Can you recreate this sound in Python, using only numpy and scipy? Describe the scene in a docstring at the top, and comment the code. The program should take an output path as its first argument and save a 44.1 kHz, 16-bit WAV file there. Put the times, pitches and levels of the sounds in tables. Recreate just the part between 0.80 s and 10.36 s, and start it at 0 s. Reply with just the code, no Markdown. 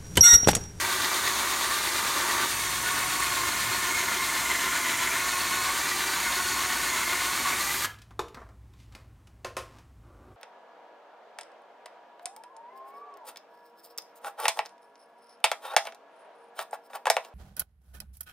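"""A cordless drill bores out two screws in a car's brake disc hub, one after the other, in a small garage.
The motor whines and slows under load, the gears buzz, the bit tears chips from the steel, squeals
and scrapes once per chuck turn. The drill stops, the bit is drawn out with a few ticks and the tool
is put down with ringing knocks. A soft scrape follows over a low hum."""
import sys
import numpy as np
from scipy import signal
from scipy.fft import rfft, irfft
from scipy.io import wavfile

SR = 44100
rng = np.random.default_rng(int(sys.argv[2]) if len(sys.argv) > 2 else 0)


def put_to_file(sound):
    """Save the sound as 16-bit audio at rate SR, in the file named by the first command-line argument."""
    columns = np.atleast_2d(sound).T  # one column per channel
    safe = np.clip(columns, -1, 1)
    whole_steps = np.round(safe * 32767)
    wavfile.write(sys.argv[1], SR, whole_steps.astype(np.int16))


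N = 421579
TIME = np.arange(N) / SR

# noise colours: (frequency [Hz], relative level [dB])
AIR_COLOUR = [(15, -38), (28, -24), (45, -4), (70, 0), (120, -3), (160, -12), (300, -16), (500, -25),
              (1050, -24.5), (1600, -30), (2500, -35), (4500, -41), (8500, -42), (15800, -48)]
SLIDE_COLOUR = [(100, -13), (300, 3), (600, -1), (950, -2), (1450, -4), (1700, -15), (4000, -26),
                (12000, -45)]
DULL_COLOUR = [(150, 12.5), (500, 9.5), (1100, 15), (2200, 2.5), (4000, -39), (16000, -47)]
BRIGHT_COLOUR = [(500, 4), (2500, 21.5), (6000, 16), (10000, 9), (16000, 1)]
CRACK_COLOUR = [(100, -11), (220, -12.5), (380, -2.5), (500, 0.5), (760, -2.5), (1100, 2), (1500, -2),
                (2300, -8), (3800, -13), (6000, -14.5), (10000, -21), (16000, -33)]
RUMBLE_COLOUR = [(15, -43.5), (28, -37), (45, -25), (65, -4), (110, 4), (180, -5), (400, -26.5),
                 (2000, -68)]
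GEAR_COLOUR = [(25, -38), (100, -14.5), (400, -8.5), (1000, 1.5), (2200, -15), (3500, -6), (6500, 2),
               (9500, -0.5), (12000, -4.5), (14000, -6), (16000, -13)]
SCRAPE_COLOUR = [(300, -49), (1800, 0), (2800, -1.5), (3700, 2), (4500, 0), (5500, -4), (9000, -5),
                 (15000, -14)]
FIRST_CUT_COLOUR = [(25, -57), (80, -24.5), (200, -8.5), (350, -4), (600, -3), (950, 6), (1300, 4),
                    (2000, 3), (2700, -6.5), (4500, -28.5), (15000, -56)]
SECOND_CUT_COLOUR = [(25, -27), (80, -16), (200, -8), (350, -6), (600, -7.5), (950, 3.5), (1300, 1.5),
                     (2100, 3.5), (2700, -4.5), (4500, -16.5), (15000, -31.5)]
# resonances and dips: (frequency [Hz], width [Hz], gain [dB])
SLIDE_MODES = [(340, 50, 8.5), (587, 60, 4.5), (1170, 70, 5), (1420, 50, 4)]
BODY_MODES = [(363, 55, 5.5), (487, 64, -6.5), (778, 91, -17), (932, 260, 3), (995, 32, -11),
              (1100, 18, -2.5), (1320, 60, -4), (1316, 36, -3.5), (1600, 74, -6), (2000, 160, -2),
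              (2470, 45, -8), (4300, 220, -0.5), (5140, 730, -2), (7880, 600, -2.5), (10400, 570, -4.5)]  # disc and drill housing
HOUSING_MODES = [(1084, 35, 2.5), (1450, 70, 3), (2050, 190, 7), (2380, 70, 4), (4360, 59, 5)]  # lift motor lines gliding through
# room hum: (frequency [Hz], level [dB])
HUM_LINES = [(59.2, -57), (107.7, -61.5)]
# garage echo: (frequency [Hz], t60 [s])
ECHO_DECAY = [(200, 0.5), (1000, 0.32), (4000, 0.3), (12000, 0.25)]
# tool and hand rubs: (peak time [s], swell [s], dull level [dB], bright level [dB])
HAND_RUBS = [(7.1, .03, -55, -75), (7.6, 0.095, -53, -68), (8.005, 0.07, -78, -64),
             (8.157, 0.034, -55.5, -65), (8.97, 0.25, -56, -65)]
# light contacts of bit and hand: (time [s], level [dB], treble [dB])
TOUCHES = [(7.187, -66, 10), (7.218, -52, 0.5), (7.308, -34, -27), (7.483, -44, -10), (7.545, -27.5, -21.5),
           (7.572, -27, -39), (7.617, -30, -38), (7.689, -36.5, -29), (7.936, -50, -15), (8.123, -46, -14),
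           (8.15, -31.5, -17), (8.471, -44.5, -13.5), (8.985, -48, -9)]
# knocks: (time [s], level [dB], part, ring [dB], bass [dB], treble [dB], clatter t60 [s])
BLOWS = [(7.045, -25.5, "spindle", 3.5, -21, 2, .08), (7.053, -28, "spindle", -5, -11, 3, 0.073),
         (7.392, -22, "hub", 0, 8, 1, .085), (8.646, -28, "case", -0.5, 0, -1, 0.18),
         (8.767, -25.5, "case", -2.5, -3, 4, 0.21)]
# modes per struck part: (frequency [Hz], level [dB], t60 [s])
PART_MODES = {"spindle": [(954, -13, 0.13), (1410, -12, .09), (1696, -4, 0.087), (2200, -7, 0.034),
              (3130, -6, .035)], "hub": [(864, 0, 0.073), (980, -6.5, 0.083), (1056, 0, 0.042),
              (3670, 0.5, 0.012)], "case": [(368, -17, .17), (550, -3, 0.075), (1050, -5, .13),
              (1070, -8, .16), (1416, -13, 0.2), (1852, -15, 0.16), (2640, -11, 0.059)]}
# chip snaps, then spindle lock ticks after the stop: (time [s], level [dB], frequency [Hz])
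SNAP_EVENTS = [(.235, -29, 4200), (.246, -22, 4000), (.474, -22, 2300), (.476, -29, 3770),
               (.685, -32, 1900), (1.193, -27.5, 1800), (1.277, -30, 2000), (1.524, -29, 6300),
               (7.117, -43, 2950), (7.142, -45, 2950), (7.162, -57, 2950)]
# high modes of bit and disc: (frequency [Hz])
SHIMMER_MODES_HZ = (6100, 6600, 6880, 7550, 8400, 9850)
# rubbed modes: (start [s], length [s], from [Hz], to [Hz], width [Hz], level [dB], chatter [dB])
SQUEAL_EVENTS = [(0, 1.72, 3560, 3560, 220, -45, 0), (0, 1.72, 3930, 3930, 130, -46, 0),
                 (0, 1.72, 4350, 4350, 130, -46, 0), (.22, .08, 4200, 4200, 1200, -37, 0),
                 (0, .9, 6460, 6460, 160, -47, 0), (.45, .55, 1090, 1090, 80, -39, 0),
                 (1.18, .5, 1090, 1090, 80, -39.5, 0), (1.3, .4, 6520, 6520, 200, -46, 0),
                 (1.65, .85, 8920, 8780, 240, -44, 2), (2.03, .7, 1120, 1090, 60, -39, 0),
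                 (2.06, 4.7, 1440, 1470, 70, -45, 1), (2.1, 1.5, 4340, 4270, 110, -48, 2),
                 (4.4, .5, 4340, 4350, 110, -45, 2), (5.5, 1.2, 4360, 4320, 110, -46, 2),
                 (2.35, .9, 7530, 7560, 180, -46.5, 2), (3.0, .35, 6570, 6570, 160, -43, 3),
                 (3.09, .14, 2160, 2130, 110, -31.5, 3), (3.22, .4, 2120, 2100, 200, -40, 4),
                 (3.4, .4, 7720, 7600, 180, -47, 3), (3.62, .16, 2120, 2000, 140, -33, 5),
                 (3.62, .75, 7300, 7180, 240, -45.5, 4), (3.6, .7, 3050, 3150, 400, -44, 7),
                 (3.7, .75, 2020, 2070, 500, -36, 7), (4.04, .14, 2010, 2030, 110, -34, 4),
                 (4.38, .6, 1085, 1095, 60, -37, 0), (4.5, 1.0, 4150, 4250, 400, -45, 0),
                 (5.3, .9, 6800, 6640, 200, -44, 2), (5.39, .14, 2140, 2140, 140, -35, 3),
                 (6.05, .42, 2100, 2170, 110, -38.5, 4), (6.6, .16, 1130, 1110, 80, -34, 0),
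                 (6.65, .14, 2230, 2230, 200, -35, 5), (6.76, .34, 12800, 12800, 2500, -41.5, 0)]
# motor and gear lines: (multiple of rotor speed, relative level [dB])
MOTOR_LINES = [(.81, -13.5), (1, -16.5), (2, -7), (3, 2.5), (4, -1), (5, -3), (6, -4), (7, -6), (8, -9.5),
               (9, -8), (10, -5.5), (11, -6.5), (12, -3.5)]
# rotor, slower as the hand leans on the drill: (time [s], speed [turns/s])
ROTOR_SPEED = [(0.0, 393), (0.36, 390), (0.51, 369), (0.62, 380), (0.8, 382), (0.9, 394), (1.17, 403),
               (1.62, 384), (1.87, 364), (2.2, 371), (2.39, 371), (2.48, 360), (2.83, 353), (2.91, 360),
               (3.09, 356), (3.22, 346), (3.53, 356), (3.72, 348), (3.92, 350), (4.14, 336), (4.28, 337),
               (4.48, 360), (4.83, 371), (5.1, 397), (5.31, 389), (5.42, 377), (5.5, 357), (5.69, 367),
               (5.82, 361), (6.0, 374), (6.18, 328), (6.3, 352), (6.48, 363), (6.57, 377), (6.73, 365),
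               (6.84, 395), (7.04, 401)]
# hub shaking under the bit: (time [s], level [dB])
RUMBLE_LEVEL = [(0.0, -52), (0.6, -69.5), (1.45, -80), (1.7, -52), (2.6, -54), (2.9, -46), (3.3, -64.5),
                (4.2, -68), (4.8, -66), (7.0, -59.5)]
# cut, deepening on screw one, skating then biting on screw two: (time [s], level [dB])
CUT_LEVEL = [(0.0, -31), (1.1, -32.5), (1.63, -28.5), (1.69, -34.5), (2.03, -35.5), (2.08, -31),
             (2.3, -32.5), (6.63, -32.5), (6.71, -31), (6.78, -33.5), (7.04, -36.5)]

SECOND_SCREW_S, BRAKE_S, STOP_S = 1.68, 7.05, 7.058
BIT_OFFSET_TURNS, SCRAPE_DB, WHINE_DB = (-.09, .22), (-33.8, -36.5), (-37.5, -35)  # per screw


def from_db(db):
    """Decibels to gain."""
    return np.exp(np.asarray(db) * (np.log(10) / 20))


def rms_one(x):
    """Scale to rms 1."""
    return x / np.sqrt(np.mean(x ** 2) + 1e-20)


def in_time(curve):
    """Curve value at every sample."""
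    return np.interp(TIME, *np.transpose(curve))


def at_hz(points, hz):
    """Interpolate over log frequency."""
    f, value = np.transpose(points)
    return np.interp(np.log(hz + 0.0012), np.log(f), value)


def bumps_db(resonances, hz):
    """Summed gain of peaks and dips."""
    return sum(db / (1 + (2 * (hz - f) / width) ** 2) for f, width, db in resonances)


def drift(hz, step=20):
    """Slow random wander, rms about 1."""
    pole = np.exp(-2 * np.pi * hz * step / SR)
    noise = rng.standard_normal((N + SR) // step + 2)
    slow = signal.lfilter([1], [1, -2 * pole, pole * pole], noise)[SR // step:]
    return np.interp(np.arange(N) / step, np.arange(len(slow)), rms_one(slow))


def band_noise(hz, width_hz):
    """One noise band, rms 1."""
    band = signal.butter(2, [max(hz - width_hz / 2, 5), hz + width_hz / 2], "band", fs=SR, output="sos")
    return rms_one(signal.sosfilt(band, rng.standard_normal(N + SR))[SR:])


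def coloured(x, colour, resonances=(), size=8192):
    """Minimum-phase filter of unit energy: broad colour plus resonances."""
    hz = np.arange(size // 2 + 1) * SR / size
    level_db = at_hz(colour, hz) + bumps_db(resonances, hz)
    cepstrum = irfft(np.log(from_db(level_db)))[:size // 2]
    cepstrum[0] = 0
    response = irfft(np.exp(rfft(2 * cepstrum, size)))
    return signal.oaconvolve(x, response / np.linalg.norm(response))[:N]


def grains(per_s, spread_db):
    """Tiny fractures of random time and size, rms 1."""
    born = rng.random(N) < per_s / SR
    impulses = born * rng.standard_normal(N)
    return rms_one(impulses * from_db(spread_db * np.minimum(rng.exponential(1, N), 4)))


def decay(start_s, t60_s):
    """Jump to 1, then exponential fall."""
    at, out = round(start_s * SR), np.zeros(N)
    age_s = TIME[:min(SR // 2, N - at)]
    out[at:at + len(age_s)] = from_db(-60 * age_s / t60_s)
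    return out


def background(air_db=-56.5, waver_db=2.5):
    """Room rumble and wavering hum."""
    hum = 0
    for hz, db in HUM_LINES:
        amplitude = np.sqrt(2) * from_db(db + waver_db * drift(4.6))
        hum += amplitude * np.sin(2 * np.pi * hz * TIME + drift(6.1))
    return hum + from_db(air_db) * coloured(rng.standard_normal(N), AIR_COLOUR)


def garage(x, build_s=0.0027, size=32768):
    """Diffuse echo; treble dies first."""
    age_s, hz = np.arange(size) / SR, np.arange(size // 2 + 1) * SR / size
    noise = rfft(rng.standard_normal(size))
    octave = np.round(np.log2(np.maximum(hz, 128)))
    tail = sum(irfft(noise * (octave == k)) * from_db(-60 * age_s / at_hz(ECHO_DECAY, 2 ** k))
               for k in np.unique(octave))
    tail *= np.clip(age_s / build_s, 0, 1) ** 2
    return signal.oaconvolve(x, tail / np.linalg.norm(tail))[:N]


def slide(start_s=9.215, end_s=9.55, fade_s=.025, start_db=-62, rise_db_per_s=20):
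    """Something slides softly over the floor: dense slips under growing pressure."""
    age_s = np.clip(TIME, start_s, end_s) - start_s
    gate = np.clip(np.minimum(age_s, end_s - TIME) / fade_s, 0, 1)
    slips = grains(per_s=2500, spread_db=-2.0) * gate * from_db(start_db + rise_db_per_s * age_s)
    return coloured(slips, SLIDE_COLOUR, SLIDE_MODES)


def rustle(rise_db=15, fall_db_per_s=163):
    """Tool and hand rub: tiny slips that swell and fade."""
    dull, bright = 0, 0
    for peak_s, swell_s, dull_db, bright_db in HAND_RUBS:
        shape_db = np.minimum(rise_db * (TIME - peak_s) / swell_s, -fall_db_per_s * (TIME - peak_s))
        shape = from_db(np.maximum(shape_db, -120))
        dull += from_db(dull_db) * shape
        bright += from_db(bright_db) * shape
    slips = grains(per_s=2900, spread_db=1.5)
    return coloured(slips * dull, DULL_COLOUR) + coloured(slips * bright, BRIGHT_COLOUR)


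def ticks(tap_t60_s=0.098, click_t60_s=0.049, tap_db=-15.5, click_db=3.0):
    """Light touches: dull tap plus shorter bright click."""
    tap = sum(from_db(db + tap_db) * decay(s, tap_t60_s) for s, db, _ in TOUCHES)
    click = sum(from_db(db + treble_db + click_db) * decay(s, click_t60_s) for s, db, treble_db in TOUCHES)
    dull = coloured(tap * rng.standard_normal(N), DULL_COLOUR)
    return dull + coloured(click * rng.standard_normal(N), BRIGHT_COLOUR)


def ring(start_s, modes):
    """Modes struck together, each with its own decay."""
    return sum(from_db(db) * decay(start_s, t60_s) * np.sin(2 * np.pi * (hz * TIME + rng.random()))
               for hz, db, t60_s in modes)


def knocks(rise_s=0.0017, crack_t60_s=0.02, clatter_db=-9.5, rebound_s=0.022, rebound_db=-18):
    """Spindle stops, bit meets hub, tool is set down: crack, clatter, rebound and ring."""
    out = np.zeros(N)
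    for s, db, part, ring_db, bass_db, treble_db, clatter_t60_s in BLOWS:
        force = from_db(db) * np.clip((TIME - s) / rise_s, 0, 1)
        clatter = from_db(clatter_db) * decay(s, clatter_t60_s)
        rebound = from_db(rebound_db) * decay(s + rebound_s, crack_t60_s)
        contacts = (decay(s, crack_t60_s) + clatter + rebound) * rng.standard_normal(N)
        out += coloured(force * contacts, CRACK_COLOUR, [(250, 750, bass_db), (11000, 14000, treble_db)])
        out += force * from_db(ring_db) * ring(s, PART_MODES[part])
    return out


def snaps(q=2.3, t60_s=0.021):
    """Chip snaps and spindle lock ticks ring the steel briefly."""
    return sum(from_db(db) * decay(s, t60_s) * band_noise(hz, hz / q) for s, db, hz in SNAP_EVENTS)


def shimmer(level_db=-47, swing_db=6, q=50):
    """High steel modes come and go independently as the contact shifts."""
    modes = sum(band_noise(hz, hz / q) * from_db(swing_db * np.minimum(drift(3), 1.5))
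                for hz in SHIMMER_MODES_HZ)
    return from_db(level_db) * rms_one(modes)


def squeals(chuck_rad, tremble_db=3.0, throb_db=0.5, fade_s=.06, lobes=3):
    """Friction sustains gliding modes; they pulse as the bit catches in its lobed hole."""
    out = np.zeros(N)
    grip_db = tremble_db * drift(30) + throb_db * np.cos(chuck_rad)
    for start_s, length_s, from_hz, to_hz, width_hz, db, chatter_db in SQUEAL_EVENTS:
        on = (TIME >= start_s) & (TIME < start_s + length_s)
        age_s = TIME[on] - start_s
        gate = np.clip(np.minimum(age_s, length_s - age_s) / fade_s, 0, 1)
        phase_rad = 2 * np.pi * np.cumsum(from_hz + (to_hz - from_hz) * age_s / length_s) / SR
        lowpass = signal.butter(2, width_hz / 2, fs=SR, output="sos")
        in_phase, quadrature = signal.sosfilt(lowpass, rng.standard_normal((2, len(age_s))))
        mode = in_phase * np.cos(phase_rad) + quadrature * np.sin(phase_rad)
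        grip = from_db(grip_db[on] + chatter_db * np.cos(lobes * chuck_rad[on]))
        out[on] += from_db(db) * gate * rms_one(grip * mode)
    return out


def scrape(chuck_rad, level_db, throb_db=3.0):
    """The bit runs out of true and rubs its hole once per turn."""
    rub = rms_one(grains(per_s=13000, spread_db=2.0) * from_db(throb_db * np.cos(chuck_rad)))
    return coloured(rub * from_db(level_db), SCRAPE_COLOUR, BODY_MODES)


def gears(rotor_turns, level_db=-34, buzz_db=2.0):
    """Brushes and gear teeth hiss in step with the rotor."""
    teeth = rms_one(rng.standard_normal(N) * from_db(buzz_db * np.cos(2 * np.pi * rotor_turns)))
    return coloured(teeth * from_db(level_db), GEAR_COLOUR, BODY_MODES)


def motor(speed_hz, rotor_turns, wobble_rad=.16, stagger_rad=0.51, slip_rad=0.74,
          flutter_db=3.8, flutter_hz=30):
    """Whine, rms 1: the rotor staggers under load; gear play makes each line flutter and slip."""
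    rotor_rad = 2 * np.pi * rotor_turns + wobble_rad * drift(15.5) + stagger_rad * drift(2.93)
    out = 0
    for multiple, db in MOTOR_LINES:
        lift_db = np.repeat(bumps_db(HOUSING_MODES, multiple * speed_hz[::20]), 20)[:N]
        amplitude = from_db(db + lift_db + flutter_db * drift(flutter_hz))
        phase_rad = multiple * rotor_rad + slip_rad * drift(flutter_hz) + 2 * np.pi * rng.random()
        out += amplitude * np.sin(phase_rad)
    return rms_one(out)


def cutting(bite, cut_db, first_screw):
    """Chips break off in uneven lumps; the hub shakes with each bite."""
    chips = grains(per_s=9000, spread_db=1.7) * bite * from_db(cut_db)
    first_cut = coloured(chips * first_screw, FIRST_CUT_COLOUR, BODY_MODES)
    second_cut = coloured(chips * ~first_screw, SECOND_CUT_COLOUR, BODY_MODES)
    shake = rng.standard_normal(N) * bite * from_db(in_time(RUMBLE_LEVEL))
    return first_cut + second_cut + coloured(shake, RUMBLE_COLOUR)


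def drill(bite_db=1.0, lip_db=0.64, load_db_per_db=0.52, brake_tau_s=.07):
    """The rotor drives gears and bit; once braked, its sinking whine outlasts the cut."""
    speed_hz = in_time(ROTOR_SPEED) * np.exp(-np.clip(TIME - BRAKE_S, 0, 1) / brake_tau_s)
    rotor_turns = np.cumsum(speed_hz) / SR
    first_screw = TIME < SECOND_SCREW_S
    chuck_turns = rotor_turns / 44.98  # gear ratio
    chuck_rad = 2 * np.pi * (chuck_turns + np.where(first_screw, *BIT_OFFSET_TURNS))
    lips = np.cos(chuck_rad) - np.cos(2 * chuck_rad)  # two lips bite in turn
    bite = rms_one(from_db(bite_db * band_noise(hz=29.4, width_hz=49.0) + lip_db * lips))
    cut_db = in_time(CUT_LEVEL)
    boring = cutting(bite, cut_db, first_screw)
    boring += scrape(chuck_rad, np.where(first_screw, *SCRAPE_DB)) + gears(rotor_turns)
    load_db = load_db_per_db * (cut_db - np.median(cut_db))  # harder cut, louder whine
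    whine = from_db(np.where(first_screw, *WHINE_DB) + load_db) * bite * motor(speed_hz, rotor_turns)
    boring += squeals(chuck_rad) + shimmer()
    boring_gate = np.where(TIME < STOP_S, 1, decay(STOP_S, t60_s=0.016))
    whine_gate = np.where(TIME < STOP_S, 1, decay(STOP_S, t60_s=0.16))
    return boring_gate * boring + whine_gate * whine


def scene(tool_echo_db=-12.0, handling_echo_db=-7.5):
    """Drill and handling in the garage, dual mono."""
    tool = drill() + snaps()
    handling = knocks() + ticks() + rustle() + slide()
    echo = garage(from_db(tool_echo_db) * tool + from_db(handling_echo_db) * handling)
    mono = tool + handling + echo + background()
    return np.stack([mono, mono])


def record(dry, cutoff_hz=15900):
    """Steep low-pass."""
    return signal.sosfilt(signal.ellip(12, .1, 80, cutoff_hz, fs=SR, output="sos"), dry)


dry = scene()
out = record(dry)
put_to_file(out)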